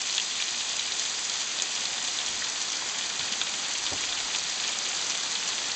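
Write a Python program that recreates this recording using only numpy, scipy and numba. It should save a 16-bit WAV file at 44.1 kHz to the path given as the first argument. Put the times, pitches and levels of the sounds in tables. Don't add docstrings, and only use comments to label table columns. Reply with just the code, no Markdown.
import sys
import numpy as np
from scipy import signal
from scipy.fft import rfft, irfft
from scipy.io import wavfile
from numba import njit

SR = 44100
rng = np.random.default_rng(int(sys.argv[2]) if len(sys.argv) > 2 else 0)


def wrap_up_sound(samples):
    columns = np.atleast_2d(samples).T
    tamed = np.clip(columns, -1, 1)
    steps = np.round(tamed * 32767).astype(np.int16)
    wavfile.write(sys.argv[1], SR, steps)


N = 253615
TIME = np.arange(N) / SR

# frequency_hz, relative_density_db
HISS_SPECTRUM = [(35, -44), (60, -22.5), (100, -15.5), (140, -15), (190, -11), (300, -9.5), (520, -11.5),
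                 (850, -8), (1500, -7.5), (2200, -6), (3400, -5), (5000, -1), (7400, -2)]
# centre_s, level_db, half_width_s
AIR_PUFFS = [(2.36, -59.5, .09), (3.85, -61, .05), (4.15, -66, .3)]
# start_s, level_db, pitch_hz, swell_s
BODY_BUMPS = [(3.192, -47.5, 90, .014), (3.314, -43.5, 260, 0.0086), (3.91, -40, 95, .016),
              (3.913, -38, 335, 0.016), (3.916, -40.5, 630, 0.011)]
# start_s, level_db, pitch_hz, decay_s
PUDDLE_PLOPS = [(2.421, -23, 1880, 0.0023), (2.821, -30.5, 1000, .005), (2.994, -28, 1900, 0.0018),
                (3.415, -21.5, 1570, 0.0013)]
# start_s, level_db, pitch_hz
CLOSE_IMPACTS = [(0.106, -18.5, 4440), (0.1798, -10, 3430), (0.1984, -14.5, 3220), (0.3112, -19, 3540),
                 (0.4004, -17.5, 2430), (0.4228, -17, 3850), (0.5083, -17, 6680), (0.597, -19, 4930),
                 (0.7942, -13, 3900), (0.9207, -15, 4120), (0.9951, -12, 6620), (1.297, -13, 5030),
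                 (1.5876, -15, 4520), (1.5986, -16.5, 3570), (1.621, -7.5, 7300), (1.854, -13.5, 4500),
                 (2.0834, -19, 3440), (2.1874, -16.5, 3630), (3.194, -14.5, 4350), (3.414, -12, 3500),
                 (3.8653, -15, 3200), (4.0367, -18.5, 2440), (4.3487, -17, 3430), (4.5994, -16.5, 4210),
                 (4.6773, -12, 5870), (5.046, -18, 6400), (5.3532, -17, 4360)]
# centre_hz, width_hz, gain_db
HOUSING_MODES = [(895, 120, -18), (1900, 78, -7), (2460, 68, -3.5), (3430, 580, -5.5), (4190, 210, -10)]
# centre_hz, width_hz
TREBLE_NULLS = [(5399, 470), (7709, 370), (8293, 520)]


def undb(db):
    return 10 ** (np.asarray(db) / 20)


def unit(x):
    return x / np.sqrt(np.mean(x ** 2))


def walk(rate_hz):
    points = rng.standard_normal(1024)
    return 1.2 * np.interp(TIME * rate_hz, np.arange(len(points)), points)


def hump(centre_s, half_width_s):
    return np.exp(-((TIME - centre_s) / half_width_s) ** 2)


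def resonate(x, hz, width_hz):
    return signal.lfilter(*signal.iirpeak(hz, hz / width_hz, fs=SR), x)


def lowpass(x, hz, order):
    return signal.sosfilt(signal.butter(order, hz, fs=SR, output="sos"), x)


@njit
def damped_sines(start_s, hz, decay_s, amplitude):
    out = np.zeros(N)
    for k in range(len(start_s)):
        first = int(start_s[k] * SR)
        pole = np.exp((2j * np.pi * hz[k] - 1 / decay_s[k]) / SR)
        phasor = amplitude[k] + 0j
        for i in range(max(first, 0), min(N, first + int(6 * decay_s[k] * SR))):
            out[i] += phasor.imag
            phasor *= pole
    return out


def splashes(start_s, amplitude, hz, spray_db, decay_cycles, scatter_s, droplets):
    out = damped_sines(start_s, hz, decay_cycles / hz, amplitude)
    for k in range(droplets):
        late, detune, sign = rng.random((len(start_s), 3)).T
        landing_s = start_s + scatter_s * (k + .5 + late)
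        pitch_hz = np.clip(hz * 2 ** (0.95 * (detune - .5)), 200, 9000)
        weight = np.sign(sign - .5) * undb(spray_db - 2.0 * k)
        out += damped_sines(landing_s, pitch_hz, decay_cycles / pitch_hz, amplitude * weight)
    return out


def shower(count, low_hz, high_hz, spread_db, decay_cycles, spray_db, scatter_s):
    when, colour, chance = rng.random((count, 3)).T
    amplitude = undb(spread_db * np.minimum(-np.log(1 - chance), np.pi))
    hz = low_hz * (high_hz / low_hz) ** colour
    return unit(splashes(when * N / SR, amplitude, hz, spray_db, decay_cycles, scatter_s, droplets=3))


def rain_strength():
    bricks_db = -30.5 - 0.9 * hump(centre_s=2.8, half_width_s=0.72)
    garden_db = -42 - 3.5 * np.exp(-TIME / 2.0)
    return bricks_db, garden_db


def far_hiss(bricks_db, garden_db):
    top_hz, crossover_hz = 9125, 1400
    hz = np.maximum(np.arange(N // 2 + 1) * SR / N, 1)
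    points_hz, density_db = np.transpose(HISS_SPECTRUM)
    colour = undb(np.interp(np.log(hz), np.log(points_hz), density_db)) * (hz < top_hz)
    noise = irfft(rfft(rng.standard_normal(N)) * colour, N)
    spectrum = rfft(unit(noise))
    half_octave = np.round(2 * np.log2(hz))
    bricks_swell_db, garden_swell_db = bricks_db - bricks_db.mean(), garden_db - garden_db.mean()
    out = 0
    for k in np.unique(half_octave[(hz > 20) & (hz < top_hz)]):
        brick_share = np.clip(k / 2 - np.log2(crossover_hz), 0, 1)
        swell_db = brick_share * bricks_swell_db + (1 - brick_share) * garden_swell_db
        flicker_db = .6 * walk(35)
        out = out + irfft(spectrum * (half_octave == k), N) * undb(swell_db + flicker_db)
    return out * undb(-31.5)


def wind():
    breeze = undb(-75)
    puffs = sum(undb(db) * hump(centre_s, half_width_s) for centre_s, db, half_width_s in AIR_PUFFS)
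    rumble = resonate(lowpass(rng.standard_normal(N), 90, order=2), hz=60, width_hz=60)
    return unit(rumble) * (breeze + puffs) * undb(2 * walk(9))


def bumps():
    out = 0
    for start_s, db, hz, swell_s in BODY_BUMPS:
        age = np.maximum(TIME - start_s, 0) / swell_s
        width_hz = 0.81 * hz
        noise_band = resonate(rng.standard_normal(N), hz, width_hz)
        thud = unit(resonate(noise_band, hz, width_hz))
        out = out + thud * undb(db) * age * np.exp(1 - age)
    return out


def patio_echo(x, t60_s, wet_db):
    t = TIME[:SR // 4]
    tail = rng.standard_normal(len(t)) * undb(-60 * t / t60_s) * (t > .003)
    return x + undb(wet_db) * signal.fftconvolve(x, tail / np.linalg.norm(tail))[:N]


def leaves(garden_db):
    patter = shower(2600, 717, 2300, spread_db=1.5, decay_cycles=1.3, spray_db=-10.5, scatter_s=.002076)
    return patter * undb(garden_db - 4.0)


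def plops():
    start_s, db, hz, decay_s = np.array(PUDDLE_PLOPS, float).T.copy()
    first_ring = damped_sines(start_s, hz, decay_s, undb(db))
    second_ring = damped_sines(start_s + .002, hz * 0.84, decay_s, undb(db - 4))
    return first_ring + second_ring


def close_drops():
    start_s, db, hz = np.array(CLOSE_IMPACTS, float).T.copy()
    force_db = db + 15
    crack_db = -3 + 0.59 * force_db
    spray_db = -4.5 + .35 * force_db
    crack_hz, crack_decay_s = np.full(len(db), 6530.), np.full(len(db), .00035)
    crack = damped_sines(start_s + .0003, crack_hz, crack_decay_s, undb(db + crack_db))
    splash = splashes(start_s, undb(db - 2), hz, spray_db, decay_cycles=3.2, scatter_s=.001, droplets=6)
    return crack + splash


def splatter(bricks_db):
    slaps = shower(260, 2770, 4940, spread_db=2.1, decay_cycles=1.7, spray_db=-6, scatter_s=.002)
    ticks = shower(1500, 2870, 5240, spread_db=5.0, decay_cycles=1.9, spray_db=-8, scatter_s=.0015)
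    spray = shower(1100, 5450, 8900, spread_db=4.5, decay_cycles=2.6, spray_db=-3.5, scatter_s=.0012)
    ticks *= undb(-13 + 0.47 * walk(30))
    spray *= undb(-5.5 + walk(30))
    return undb(bricks_db) * (slaps * undb(-11.5) + ticks + spray)


def scene():
    bricks_db, garden_db = rain_strength()
    near = splatter(bricks_db) + leaves(garden_db) + close_drops() + plops()
    near = near - lowpass(near, 710, order=1)
    near = patio_echo(near, t60_s=0.044, wet_db=-12)
    return (near + far_hiss(bricks_db, garden_db) + wind() + bumps())[None]


def record(dry):
    x = dry + sum(undb(db) * resonate(dry, hz, width_hz) for hz, width_hz, db in HOUSING_MODES)
    for hz, width_hz in TREBLE_NULLS:
        x = x - resonate(x, hz, width_hz)
    x = lowpass(x, 8080, order=28)
    return signal.sosfilt(signal.ellip(10, .2, 80, 9125, fs=SR, output="sos"), x)


dry = scene()
out = record(dry)
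wrap_up_sound(out)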